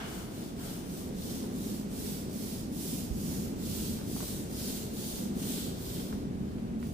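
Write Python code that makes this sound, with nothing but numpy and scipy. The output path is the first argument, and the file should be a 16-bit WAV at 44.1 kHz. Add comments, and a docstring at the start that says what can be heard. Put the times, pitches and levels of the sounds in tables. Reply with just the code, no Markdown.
"""In a hard-walled shed a stiff brush scrubs wet concrete to and fro, while a clatter dies away.
Friction snaps the bristles free, thousands a second, as hiss and rasp; the walls add reverberation.
Outside, distant traffic and ventilation rumble over a car park as a diffuse field.
Someone holding the microphone shifts about, with a few soft scuffs and ticks and one low bump."""
import sys
import numpy as np
from scipy import signal
from scipy.fft import rfft, irfft, next_fast_len
from scipy.io import wavfile
from scipy.ndimage import uniform_filter1d, map_coordinates

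SR = 44100
rng = np.random.default_rng(int(sys.argv[2]) if len(sys.argv) > 2 else 0)


def wav_record(signal):
    """Record a signal, one row per channel, as 16-bit PCM in the file named by sys.argv[1]."""
    frames = np.transpose(np.atleast_2d(signal))
    bounded = np.clip(frames, -1, 1)
    # unit amplitude maps onto the largest positive 16-bit level
    quanta = np.round(bounded * 32767).astype(np.int16)
    wavfile.write(sys.argv[1], SR, quanta)


N = 305965


def amp(db):
    """Amplitude grows tenfold for every 20 dB."""
    return 10 ** (np.asarray(db) / 20)


def unit(x):
    """Normalisation to rms 1."""
    return x / np.sqrt(np.mean(x ** 2) + 1e-20)


def along(points, hz):
    """Interpolation of (f/Hz, value) points on a logarithmic frequency axis."""
    f, values = np.transpose(points)
    return np.interp(np.log(hz + 1), np.log(f + 1), values)


def curves(rows):
    """Linear interpolation of (t/s, values...) rows: one envelope for each value column."""
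    times, *columns = np.transpose(rows)
    return [np.interp(np.arange(N) / SR, times, column) for column in columns]


def wobble(rate):
    """Random modulation: a smooth curve through rate knots a second."""
    return map_coordinates(rng.standard_normal(int(N * rate / SR) + 4), [np.arange(N) * rate / SR])


def filtered(x, response):
    """Linear filtering: the spectrum is multiplied by a frequency response."""
    size = next_fast_len(N + SR // 2)
    return irfft(rfft(x, size) * response(np.fft.rfftfreq(size, 1 / SR)), size)[..., :N]


def add(track, start_s, sound):
    """Superposition: a sound adds to the track from start_s on."""
    part = track[..., max(round(start_s * SR), 0):][..., :sound.shape[-1]]
    part += sound[..., :part.shape[-1]]


def panned(db):
    """Intensity stereo: two gains for a left-minus-right level difference."""
    return amp(np.array([db, -db]) / 2)


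def diffuse(pair, spectrum, left_lag_s=0.00036):
    """A diffuse field is less coherent between spaced microphones as frequency rises; rms 1."""
    # left-right likeness: f/Hz, coherence
    coherence = [(30, 0.86), (90, 0.98), (250, 0.85), (450, 0.66), (720, 0.31), (1400, 0.41), (2400, 0.28),
                 (3600, 0.072), (6000, 0.03)]
    angle = lambda hz: np.arccos(np.clip(along(coherence, hz), -1, 1)) / 2
    mid, side = filtered(pair, lambda hz: amp(along(spectrum, hz)) * [np.cos(angle(hz)), np.sin(angle(hz))])
    # most of the sound reaches the right side first
    delay = lambda hz: np.exp(np.outer([-1j, 1j], np.pi * hz * left_lag_s))
    return unit(filtered(np.array([mid + side, mid - side]), delay))


def stroke_levels(skew=0.91, hiss_power=1.424, rest_db=-75):
    """Friction noise follows a power of speed, one arch a stroke; gives hiss and rasp levels in dB."""
    # overlapping pushes and pulls: start t/s, length t/s, hiss level/dB, relative rasp level/dB
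    strokes = [(-.012, .355, -51, -21), (.255, .335, -53.5, -9.5), (0.529, 0.36, -49, -13.5),
               (.802, 0.36, -50.5, -11.5), (1.096, .455, -48, -9.5), (1.464, 0.45, -48.5, -16),
               (1.857, 0.46, -45.5, -15), (2.23, 0.5, -47, -15), (2.673, .482, -44, -19),
               (3.067, .53, -46.5, -16), (3.53, .556, -43.5, -13.5), (3.995, 0.53, -43.5, -14.5),
               (4.442, 0.51, -43, -12), (4.861, 0.5, -44.2, -13.5), (5.308, 0.48, -42.5, -10),
               (5.695, 0.48, -47.5, -9), (5.96, 0.34, -58.5, -8), (6.22, 0.58, -67, -9),
               (6.768, 0.22, -57, -13)]
    t = np.arange(N) / SR
    hiss, rasp = np.full((2, N), amp(rest_db) ** 2)
    for start, length, hiss_db, rasp_db in strokes:
        progress = np.clip((t - start) / length, 0, 1)
        speed = np.abs(np.sin(np.pi * progress ** skew))  # fastest just before the middle
        power = (amp(hiss_db) * speed ** hiss_power) ** 2
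        hiss += power
        rasp += power * amp(rasp_db) ** 2
    return 10 * np.log10(hiss), 10 * np.log10(rasp)


def flicks(per_second, spread_db=1.0):
    """Shot noise: bristle tips snap free at random moments and with uneven force."""
    snaps = rng.random((2, N)) < per_second / SR
    forces = rng.standard_normal((2, N)) * amp(spread_db * rng.standard_normal((2, N)))
    return unit(snaps * forces / np.sqrt(per_second))


def splay(pair, depth_db):
    """Spectral modulation: the bristles splay differently from moment to moment, so their colour wanders."""
    spectra = signal.stft(pair, nperseg=512)[2]
    patches = rng.standard_normal(spectra.shape[1:])
    patches = uniform_filter1d(patches, size=9, axis=0)  # across frequency
    patches = uniform_filter1d(patches, size=36, axis=1)  # across time
    return signal.istft(spectra * amp(depth_db * unit(patches)), nperseg=512)[1][:, :N]


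def shed(x, wet_db):
    """Reverberation: the shed's hard walls give a smooth, diffuse echo; the treble dies first."""
    # reverberation time: f/Hz, 60 dB decay t/s
    t60 = [(300, 1.15), (3000, 0.82), (7000, 0.75), (15000, 0.13)]
    echo, hop = np.zeros((2, N)), SR // 4
    for start in range(0, N, hop):  # a fresh tail each quarter second keeps the echo free of tones
        hz, t, noise = signal.stft(rng.standard_normal((2, SR // 2)), SR, nperseg=256)
        tail = signal.istft(noise * amp(-60 * t / along(t60, hz)[:, None]), SR, nperseg=256)[1]
        tail /= np.linalg.norm(tail[0])
        add(echo, start / SR, signal.fftconvolve(x[:, start:start + hop], tail, axes=1))
    return x + amp(wet_db) * echo


def brush():
    """Stick-slip friction: faster strokes flick more bristles and spray; tufts catch on grit and rasp."""
    # spectra of bristles on wet concrete, fine spray and catching tufts: f/Hz, level/dB
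    hiss_spectrum = [(1200, -17), (2700, -6), (3600, -2.5), (5300, 0.5), (7800, -0.5), (9200, -1),
                     (10300, -6.5), (11500, -8.5), (15300, -5)]
    spray_spectrum = [(1000, -90), (5000, -26), (9000, -4), (10300, -3), (11000, -7), (12000, -2),
                      (13200, -6), (15300, -2.5)]
    rasp_spectrum = [(400, -21), (900, -12), (1500, 0), (1900, -12.5), (2600, -8), (3150, 4), (4200, 3.5),
                     (6500, -6.5), (12000, -14)]
    # direction of the brush as the listener turns: t/s, left-minus-right level/dB
    bearing = [(0, 2.5), (1.3, -1.5), (2.9, -4), (4.4, -1), (6.94, -1.5)]
    pan_db, = curves(bearing)
    hiss_db, rasp_db = stroke_levels()
    activity_db = (hiss_db - hiss_db.max()) / 2
    activity, catch = amp(activity_db), wobble(70)
    hiss = amp(hiss_db + 0.37 * catch) * diffuse(flicks(24000 * activity), hiss_spectrum)
    spray_db = hiss_db + 1 + 0.12 * activity_db + 0.26 * catch
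    spray = amp(spray_db) * diffuse(flicks(24000 * activity), spray_spectrum)
    rasp = amp(rasp_db + 3 + 1.3 * catch) * diffuse(flicks(3000 * activity), rasp_spectrum)
    direct = (hiss + spray) * panned(pan_db) + rasp
    return shed(splay(direct, depth_db=0.9), wet_db=-6)


def clatter(t60):
    """Resonance: hard knocks ring on between the walls and decay exponentially."""
    # knocks deep in the shed, heard as their echo: t/s, level/dB, rise t/s
    knocks = [(0, -42, 0.00046), (.57, -49.5, 0.034)]
    # their resonances: centre f/Hz, width f/Hz, level/dB
    modes = [(678, 42, 4), (900, 290, -3.5), (1320, 210, -1.5), (1580, 270, -3.5), (2220, 310, -7.5),
             (2960, 210, -6), (3420, 340, -8.5), (4770, 3100, -16.5)]
    t, envelope = np.arange(N) / SR, np.zeros(N)
    for start, db, rise in knocks:
        add(envelope, start, amp(db - 60 * t / t60) * (1 - np.exp(-t / rise)))
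    body = lambda f: sum((-1) ** k * amp(db) * 1j * f * width / (hz * hz - f * f + 1j * f * width)
                         for k, (hz, width, db) in enumerate(modes))
    return envelope * unit(filtered(rng.standard_normal((2, N)), body))


def rush(spectrum):
    """Many incoherent sources sum to diffuse Gaussian noise; rms 1."""
    return diffuse(rng.standard_normal((2, N)), spectrum)


def town():
    """Diffuse background noise: traffic rumble, a hollow ventilation drone and a haze of far tyres."""
    # spectra of traffic, ventilation and tyres: f/Hz, level/dB
    rumble_spectrum = [(12, -32), (25, -7), (42, -3), (80, -1), (150, 0), (200, -2), (320, -28.5),
                       (700, -64), (2000, -120)]
    drone_spectrum = [(20, -60), (90, -42), (160, -7), (185, -0.5), (208, 0), (235, -0.5), (275, -4.5),
                      (330, -16.5), (500, -33), (1500, -120)]
    haze_spectrum = [(30, -47), (150, -23.5), (280, -1), (380, 0.5), (500, -7), (700, -13), (1000, -19.5),
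                     (1500, -22.5), (2200, -26), (4500, -32.5), (9600, -36.5), (10700, -40), (15000, -45)]
    # the traffic slowly grows: t/s, relative rumble level/dB, relative haze level/dB
    traffic = [(0, -48, -49.5), (1.6, -47.5, -46.5), (2.7, -47, -47.5), (3.6, -42.5, -46.5),
               (4.9, -47.5, -47.5), (5.5, -46.5, -45), (6.2, -43.8, -47.5), (6.94, -43, -49)]
    # the drone swells and sinks: t/s, level/dB
    ventilation = [(0, -43.5), (.8, -43), (1.65, -36), (2.1, -40), (2.6, -40.5), (3.35, -37), (4.1, -37.5),
                   (5.0, -42), (5.4, -36), (5.85, -42.5), (6.25, -38.5), (6.94, -38.5)]
    rumble_db, haze_db = curves(traffic)
    drone_db, = curves(ventilation)
    rumble = amp(rumble_db + 3 + 0.55 * wobble(5)) * rush(rumble_spectrum)
    drone = amp(drone_db + 0.97 * wobble(8)) * rush(drone_spectrum)
    haze = amp(haze_db + 3 + 0.63 * wobble(10)) * rush(haze_spectrum)
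    return rumble + drone + haze


def scuffs(t60, drag_db, drag_t60, attack_s):
    """Impact, then sliding friction: grit ticks under a sole and a weaker drag follows."""
    # shoes on asphalt: t/s, level/dB, pitch of the noise band f/Hz
    steps = [(1.44, -38, 700), (3.986, -44, 1300), (4.011, -41, 1150), (4.164, -35, 840),
             (4.204, -36, 1100), (4.229, -39, 900), (6.126, -37, 1300), (6.582, -50.5, 3000),
             (6.828, -42.5, 2300)]
    out, t = np.zeros((2, N)), np.arange(SR // 5) / SR
    tick, drag = amp(-60 * t / t60), amp(drag_db - 60 * t / drag_t60)
    envelope = (tick + drag) * (1 - np.exp(-t / attack_s))
    for start, db, hz in steps:
        band = signal.butter(2, [hz * 0.33, min(hz * 1.16, SR / 3)], "bandpass", fs=SR)
        grit = unit(signal.lfilter(*band, rng.standard_normal((2, len(t)))))
        add(out, start, amp(db) * envelope * grit)
    return out


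def bump(t60, attack_s):
    """Damped oscillation: a jolt of the hand gives a few slow pressure swings, mostly on the right."""
    # jolt of the microphone: t/s, level/dB, f/Hz, left-minus-right level/dB
    jolts = [(3.108, -27, 54.7, -12.5)]
    out, t = np.zeros((2, N)), np.arange(SR // 3) / SR
    for start, db, hz, pan_db in jolts:
        swing = amp(db - 60 * t / t60) * (1 - np.exp(-t / attack_s)) * np.cos(2 * np.pi * hz * t)
        add(out, start, panned(pan_db)[:, None] * swing)
    return out


def scene():
    """Superposition of the shed, the town round it and the small sounds close by."""
    near = scuffs(t60=0.011, drag_db=-11.5, drag_t60=0.17, attack_s=0.00036)
    near += bump(t60=0.16, attack_s=0.0017)
    return brush() + clatter(t60=1.53) + town() + near


def record(dry, top_hz=15520):
    """Frequency response: the two microphones differ in the treble and pass nothing above top_hz."""
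    # treble imbalance: f/Hz, left-minus-right level/dB
    imbalance = [(3000, 0), (9500, 2), (10500, -1.5), (12000, -5), (13500, -6.5), (15300, -1.5)]
    return filtered(dry, lambda hz: panned(along(imbalance, hz)) * (hz < top_hz))


dry = scene()
out = record(dry)
wav_record(out)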